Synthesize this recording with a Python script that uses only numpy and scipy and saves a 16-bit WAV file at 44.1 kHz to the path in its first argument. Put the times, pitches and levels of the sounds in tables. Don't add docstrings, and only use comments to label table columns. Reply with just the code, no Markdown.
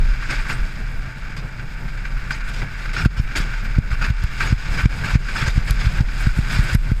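import sys
import numpy as np
from scipy import signal
from scipy.fft import rfft, irfft, next_fast_len
from scipy.io import wavfile
from scipy.ndimage import uniform_filter1d, minimum_filter1d, map_coordinates

SR = 44100
rng = np.random.default_rng(int(sys.argv[2]) if len(sys.argv) > 2 else 0)


def put_to_file(sound):
    columns = np.atleast_2d(sound).T
    safe = np.clip(columns, -1, 1)
    whole_steps = np.round(safe * 32767)
    wavfile.write(sys.argv[1], SR, whole_steps.astype(np.int16))


N = 308700
T = np.arange(N) / SR
FFT_SIZE = next_fast_len(N + SR // 2, real=True)
HZ = np.fft.rfftfreq(FFT_SIZE, 1 / SR)

# t/s, shell ring/dB, ice hiss/dB
GLIDE_LEVELS = [(0, -39.5, -42), (.4, -33.5, -37.5), (.7, -38, -43.5), (1.5, -40.5, -47), (2.25, -38, -44),
                (2.9, -37.5, -43.5), (3.5, -36, -40), (3.8, -38, -45), (4.3, -32.5, -35.5), (5, -34.5, -37),
                (5.6, -32.5, -35), (6.1, -37.5, -37.5), (6.6, -30.5, -33.5), (7, -38, -40)]
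# f/Hz, width/Hz, level/dB
SHELL_MODES = [(889, 12, -6.5), (1161, 85, -7.5), (1401, 245, -2.5), (1561, 208, 1.5), (1900, 474, -8),
               (2296, 240, -5), (2788, 112, -15)]
# f/Hz, width/Hz, lift/dB
RUNNER_MODES = [(3680, 1360, 7.2), (4920, 305, 11.5), (5390, 96, 6.5), (6720, 580, 9), (7990, 750, 5.4),
                (11860, 140, 2.8)]
# f/Hz, level/dB
ICE_SPECTRUM = [(150, 12.5), (350, 6), (600, 1.5), (1000, 5), (2400, 9), (3000, 0.5), (4300, -4.5),
                (6000, -10), (8200, -14.5), (9500, -21), (13000, -24.5), (15500, -39)]
# t/s, level/dB
SPRAY_LEVELS = [(0, -27), (.35, -21), (.5, -17), (.8, -18), (1.1, -20), (2.3, -19), (4.3, -21.5),
                (4.9, -19), (5.6, -19.5), (6.4, -15), (7, -14.5)]
# f/Hz, level/dB
SPRAY_SPECTRUM = [(5000, -38), (7500, 8.5), (8800, 3), (10000, -1.5), (12000, 0.5), (15000, -18)]
# t/s, sway/dB, buffet/dB
RUMBLE_LEVELS = [(0, -13, -30.5), (.28, -28, -30), (.85, -23, -29.5), (1.15, -34.5, -32.5),
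                 (1.6, -29.5, -32.5), (2.15, -26, -30), (2.75, -27.5, -32), (3.1, -27.5, -32.5),
                 (3.8, -22.5, -29.5), (5, -26.5, -28), (5.6, -20.5, -27), (7, -20, -25.5)]
# f/Hz, level/dB
SWAY_SPECTRUM = [(8, -14), (20, -10), (29, -6.5), (36, 2), (45, -10), (62, -29.5), (110, -69), (250, -76)]
# f/Hz, level/dB
BUFFET_SPECTRUM = [(30, 4), (58, -5), (76, -1.5), (98, -4), (130, 2.5), (160, -4), (215, -9.5),
                   (290, -18.5), (450, -22.5), (900, -23), (3000, -55)]
# crest t/s, level/dB
HULL_HEAVES = [(.11, -17), (.39, -18), (.62, -17.5), (.98, -20), (1.25, -24.5), (1.87, -22), (2.17, -19),
               (2.47, -21), (2.89, -21), (3.23, -17.5), (3.41, -19.5), (3.96, -18), (4.25, -29), (4.7, -22)]
# t/s, level/dB
SIZZLE_LEVELS = [(0, -77), (1.4, -81), (1.85, -69), (2.4, -80), (3.6, -69), (4.7, -67), (5.3, -78)]
# t/s, strength/dB
FITTING_KNOCKS = [(.1351, -23), (.2244, -17), (0.2947, -23), (.465, -23), (.4916, -22), (1.5943, -22),
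                  (1.881, -22), (2.051, -17), (2.3064, -10.5), (2.405, -20), (2.617, -16), (2.8529, -20.5),
                  (2.9645, -13), (3.049, -13.5), (3.2745, -23.5), (3.3523, -14.5), (3.5356, -17.5),
                  (3.649, -19.5), (3.751, -20.5), (4.011, -24), (4.4036, -6), (4.775, -21), (4.8543, -17.5),
                  (5.0437, -14), (5.2855, -17.5), (5.464, -14), (5.9836, -19), (6.2644, -22)]
# f/Hz, level/dB
FITTING_MODES = [(1450, -6), (1560, 11), (2000, -1.5), (2320, -1)]
# t/s, length/s, shell ring/dB, shaving/dB
RUNNER_SKIDS = [(0.286, .055, -25.5, -28), (0.372, 0.043, -32, -44), (0.482, 0.049, -26.5, -31),
                (1.363, 0.024, -36, -35.5), (2.301, 0.046, -33, -32.5), (2.476, 0.02, -32.5, -34),
                (2.521, 0.084, -42, -36), (2.76, 0.14, -39, -39.5), (2.931, 0.019, -28.5, -28.5),
                (2.964, 0.059, -25.5, -32.5), (3.047, 0.013, -30, -30), (3.162, 0.028, -32.5, -32.5),
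                (3.356, 0.019, -20, -19), (3.903, .04, -28, -36), (4.009, 0.046, -23, -29.5),
                (4.395, 0.079, -25, -29.5), (4.715, 0.036, -33, -34), (4.769, 0.035, -22.5, -29),
                (5.027, 0.116, -27.5, -32), (5.283, 0.018, -36, -35), (5.345, 0.11, -25, -28),
                (5.459, 0.034, -38, -26.5), (5.67, 0.032, -28.5, -29.5), (5.788, 0.073, -29, -31.5),
                (5.94, 0.04, -31, -37.5), (6.17, 0.091, -34, -38), (6.492, 0.074, -27, -28),
                (6.657, 0.13, -31.5, -31)]
# t/s, f/Hz, level/dB, length/s
BLADE_SQUEALS = [(0.294, 5100, -39, .032), (.51, 8150, -46.5, 0.061), (1.363, 4930, -43, 0.048),
                 (2.296, 6160, -45, 0.059), (2.321, 4880, -33.5, .022), (2.948, 5408, -39, 0.082),
                 (3.04, 11900, -52.5, .026), (3.351, 6900, -35, 0.039), (4.455, 6700, -41.5, 0.054),
                 (5.356, 5020, -31.5, 0.03), (5.466, 6500, -43.5, 0.029)]
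# t/s, level/dB, contact/s, dip afterwards/dB
BUMPS = [(3.059, -1, 0.0011, 9.5), (3.198, -8, .0019, 5.5), (3.402, -17.5, 0.00087, -2.5),
         (3.785, -3, 0.0013, 2.5), (3.929, -12, 0.0046, 2.5), (4.103, -5.5, 0.0026, 8.5),
         (4.24, -8.5, .0044, 5.5), (4.526, -3.5, 0.0015, 7.5), (4.8572, 0.5, 0.0017, 3),
         (5.155, -1.5, 0.0015, 9), (5.426, -14, 0.0015, 2.5), (5.477, -8.5, 0.0026, 2),
         (5.5771, -4.5, 0.0018, 4.5), (5.707, -9, 0.0042, 3.5), (5.8675, -5, 0.0034, 1.5),
         (6.0071, -4, 0.0017, 8.5), (6.27, -4.5, 0.0016, 5), (6.3888, -5.5, 0.0014, 3.5),
         (6.591, -4.5, 0.0023, 0), (6.750, -2.5, 0.0014, 15.5), (6.9176, -5, 0.0013, 8.5)]
# f/Hz, width/Hz, level/dB
HULL_MODES = [(39.6, 10.2, 7), (77, 25, 2.5), (123.3, 52, 8), (206, 42, -7), (495, 320, -12)]
# t/s, level/dB
HOUSING_TICKS = [(4.238, -36), (5.7076, -19), (6.747, -27), (6.751, -34)]
# f/Hz, level/dB
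TICK_SPECTRUM = [(1000, -28), (4500, -3), (9500, -12.5), (11200, -5.5), (12400, -2), (13300, -14),
                 (15500, -24)]


def amp(db):
    return 10 ** (np.asarray(db) / 20)


def unit(x):
    return x / np.sqrt(np.mean(x ** 2) + 1e-20)


def curves(rows):
    times_s, *columns = np.transpose(rows)
    return [np.interp(T, times_s, column) for column in columns]


def wobble(rate_hz):
    return map_coordinates(rng.standard_normal(int(N * rate_hz / SR) + 4), [T * rate_hz])


def colour(spectrum):
    hz, db = np.transpose(spectrum)
    return amp(np.interp(np.log(HZ + 1), np.log(hz), db))


def resonance(hz, width_hz):
    return 1j * HZ * width_hz / (hz * hz - HZ * HZ + 1j * HZ * width_hz)


def body(modes):
    return sum((-1) ** k * amp(db) * resonance(hz, width_hz)
               for k, (hz, width_hz, db) in enumerate(modes))


def filtered(x, response):
    return irfft(rfft(x, FFT_SIZE) * response, FFT_SIZE)[:N]


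def noise(response):
    return filtered(rng.standard_normal(N), response)


def steadied(x, give):
    analytic = signal.hilbert(x, FFT_SIZE)[:N]
    envelope = np.abs(analytic)
    return unit(analytic.real / (envelope + give * envelope.mean()))


def add(track, at_s, sound):
    part = track[max(round(at_s * SR), 0):][:len(sound)]
    part += sound[:len(part)]


def grit(rate_hz, spread_db=0):
    hits = rng.random(N) < rate_hz / SR
    return unit(hits * rng.standard_normal(N) * amp(spread_db * rng.standard_normal(N)))


def ice_colour():
    lifts = [1 + (amp(db) - 1) * resonance(hz, width_hz) for hz, width_hz, db in RUNNER_MODES]
    return colour(ICE_SPECTRUM) * np.prod(lifts, axis=0)


def ice_cut():
    _, hiss_db = curves(GLIDE_LEVELS)
    _, shaving_gain = skid_pressure()
    return np.hypot(amp(hiss_db), shaving_gain)


def runners(ridge_rate_hz=35, ridge_decay_s=0.013):
    ring_db, hiss_db = curves(GLIDE_LEVELS)
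    spray_db, = curves(SPRAY_LEVELS)
    chatter = wobble(60)
    ridges = (rng.random(N) < ridge_rate_hz / SR) * rng.uniform(0.47, 1, N)
    bite = 1 + 0.3 * signal.lfilter([1], [1, -np.exp(-1 / (ridge_decay_s * SR))], ridges)
    ring_grains = grit(rate_hz=3500) * bite * amp(0.21 * chatter)
    hiss_grains = grit(rate_hz=9000) * np.sqrt(bite) * amp(0.59 * chatter + 0.79 * wobble(55))
    spray_grains = grit(rate_hz=6800, spread_db=1) * amp(2.7 * wobble(45))
    ring = unit(filtered(ring_grains, body(SHELL_MODES)))
    hiss = unit(filtered(hiss_grains, ice_colour()))
    spray = unit(filtered(spray_grains, colour(SPRAY_SPECTRUM)))
    return amp(ring_db) * ring + amp(hiss_db) * hiss + ice_cut() * amp(spray_db) * spray


def rumble(heave_s=0.14, drum_db=-1):
    sway_db, buffet_db = curves(RUMBLE_LEVELS)
    heave = np.zeros(N)
    for crest_s, db in HULL_HEAVES:
        add(heave, crest_s - heave_s / 2, amp(db) * signal.windows.hann(int(heave_s * SR)))
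    sway = steadied(noise(colour(SWAY_SPECTRUM)), give=1)
    gusts = rng.standard_normal(N) * amp(2.5 * wobble(22))
    buffet = unit(filtered(gusts, colour(BUFFET_SPECTRUM)))
    ring_gain, _ = skid_pressure()
    drumming = amp(drum_db) * ring_gain
    return np.hypot(amp(sway_db), heave) * sway + np.hypot(amp(buffet_db), drumming) * buffet * duck_after_bumps()


def sizzle():
    level_db, = curves(SIZZLE_LEVELS)
    edge = noise(resonance(hz=12030, width_hz=300) ** 2)
    return amp(level_db) * unit(edge * amp(4.3 * wobble(28)))


def chips(count=260, rise_s=0.00054, t60_s=0.029):
    out = np.zeros(N)
    t = T[:SR // 40]
    envelope = (1 - np.exp(-t / rise_s)) * amp(-60 * t / t60_s)
    for when, pitch, softness in rng.random((count, 3)):
        hz = 5000 + 8000 * pitch
        db = -1.5 - 13 * pitch - 8 * softness
        add(out, when * N / SR, amp(db) * envelope * np.sin(2 * np.pi * hz * t))
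    return ice_cut() * out


def faint_knocks(count, over_ring_db=8.5):
    times_s, ring_db, _ = np.transpose(GLIDE_LEVELS)
    last_s = T[-SR // 10]
    return [(when * last_s, np.interp(when * T[-1], times_s, ring_db) + over_ring_db + 5 * size)
            for when, size in rng.random((count, 2))]


def rattles(rise_s=0.001, ring_t60_s=0.055, buzz_t60_s=0.084):
    out = np.zeros(N)
    buzz = steadied(noise(body(SHELL_MODES)), give=0.47)
    scuff = unit(noise(ice_colour()))
    rasp = buzz + amp(-9.5) * scuff
    t = T[:SR // 12]
    attack = 1 - np.exp(-t / rise_s)
    for at_s, db in list(FITTING_KNOCKS) + faint_knocks(count=20):
        ring = np.zeros(len(t))
        for hz, mode_db in FITTING_MODES:
            gain = amp(mode_db + rng.normal(0, 5.4))
            ring += gain * np.sin(2 * np.pi * (hz * rng.normal(1, 0.02) * t + rng.random()))
        strike = amp(min(db - 8, -16) - 60 * t / ring_t60_s) * unit(ring)
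        chatter = amp(db - 9 - 60 * t / buzz_t60_s) * rasp[int(at_s * SR):][:len(t)]
        add(out, at_s, attack * (strike + chatter))
    return out


def skid_pressure(bite_share=0.18, sag_db=2.5, release_s=0.024):
    ring_gain, shaving_gain = np.zeros(N), np.zeros(N)
    t = T[:SR // 2]
    for at_s, length_s, ring_db, shaving_db in RUNNER_SKIDS:
        bite = 1 - np.exp(-t / (bite_share * length_s))
        sag = amp(-sag_db * np.minimum(t / length_s, 1))
        release = np.exp(-np.maximum(t - length_s, 0) / release_s)
        envelope = bite * sag * release
        add(ring_gain, at_s, amp(ring_db) * envelope)
        add(shaving_gain, at_s, amp(shaving_db) * envelope)
    return ring_gain, shaving_gain


def glinting(x, spread_db=3):
    spectra = signal.stft(x, nperseg=512)[2]
    patches = uniform_filter1d(rng.standard_normal(spectra.shape), size=3, axis=0)
    patches = uniform_filter1d(patches, size=4, axis=1)
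    return unit(signal.istft(spectra * amp(spread_db * unit(patches)), nperseg=512)[1][:N])


def skids():
    ring_gain, shaving_gain = skid_pressure()
    shaving = glinting(noise(ice_colour()))
    ring = glinting(filtered(grit(rate_hz=2500, spread_db=2.5), body(SHELL_MODES)))
    crunch = unit(noise(resonance(hz=560, width_hz=350)))
    judder = unit(amp(1.92 * wobble(120)))
    return judder * (ring_gain * ring + shaving_gain * (shaving + amp(-14.5) * crunch))


def squeals():
    out = np.zeros(N)
    slips = wobble(380) + 1j * wobble(380)
    for at_s, hz, db, length_s in BLADE_SQUEALS:
        n = int(length_s * SR)
        ring = np.real(slips[int(at_s * SR):][:n] * np.exp(2j * np.pi * hz * T[:n]))
        add(out, at_s, amp(db) * signal.windows.hann(n) * ring)
    return out


def jolts(foot_ahead_s=0.01933, foot_db=-8.5, foot_contact_s=0.0042, crack_t60_s=0.028):
    out, strain = np.zeros(N), np.zeros(N)
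    heave, *panels = [amp(db) * resonance(hz, width_hz) for hz, width_hz, db in HULL_MODES]
    ring = irfft(sum(panels) - heave, FFT_SIZE)[:SR // 4]
    lead_s = 0.02
    from_peak_s = T[:round(2 * lead_s * SR)] - lead_s
    feet = [(at_s - foot_ahead_s, db + foot_db, foot_contact_s) for at_s, db, *_ in BUMPS]
    for at_s, db, contact_s, *_ in feet + list(BUMPS):
        push = 1 / np.cosh(2 * from_peak_s / contact_s)
        thud = signal.fftconvolve(ring, push)
        add(out, at_s - lead_s, amp(db) * thud / np.abs(thud).max())
        add(strain, at_s, amp(2 * db - 60 * T[:SR // 20] / crack_t60_s))
    cracks = amp(-27) * strain * unit(noise(ice_colour()))
    return out + cracks


def duck_after_bumps(delay_s=0.0054, rise_s=0.005, settle_s=0.096):
    dip_db = np.zeros(N)
    t = T[:SR // 2]
    shape = (1 - np.exp(-t / rise_s)) * np.exp(-(t / settle_s) ** 2)
    for at_s, _, _, after_db in BUMPS:
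        add(dip_db, at_s + delay_s, after_db * shape)
    return amp(-dip_db)


def ticks(length_s=0.003):
    envelope = np.zeros(N)
    burst = signal.windows.hann(int(length_s * SR))
    for at_s, db in HOUSING_TICKS:
        add(envelope, at_s, amp(db) * burst)
    return envelope * steadied(noise(colour(TICK_SPECTRUM)), give=1)


def gain_control(x, threshold_db, slope, hold_s, lag_s):
    wanted_db = -slope * np.maximum(20 * np.log10(np.abs(x) + 1e-9) - threshold_db, 0)
    window = 2 * int(hold_s * SR / 2) + 1
    held_db = minimum_filter1d(wanted_db, window, origin=window // 2)
    pole = np.exp(-1 / (lag_s * SR))
    return x * amp(signal.lfilter([1 - pole], [1, -pole], held_db))


def scene():
    ice = duck_after_bumps() * (runners() + skids() + chips() + sizzle())
    return (ice + squeals() + rattles() + rumble() + jolts() + ticks())[None]


def record(dry):
    ceiling, top_hz = 0.96, 15400
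    ducked = gain_control(dry[0], threshold_db=-2, slope=2.4, hold_s=0.029, lag_s=0.0034)
    rounded = ducked / (1 + (ducked / ceiling) ** 8) ** (1 / 8)
    return filtered(rounded, HZ < top_hz)[None]


dry = scene()
out = record(dry)
put_to_file(out)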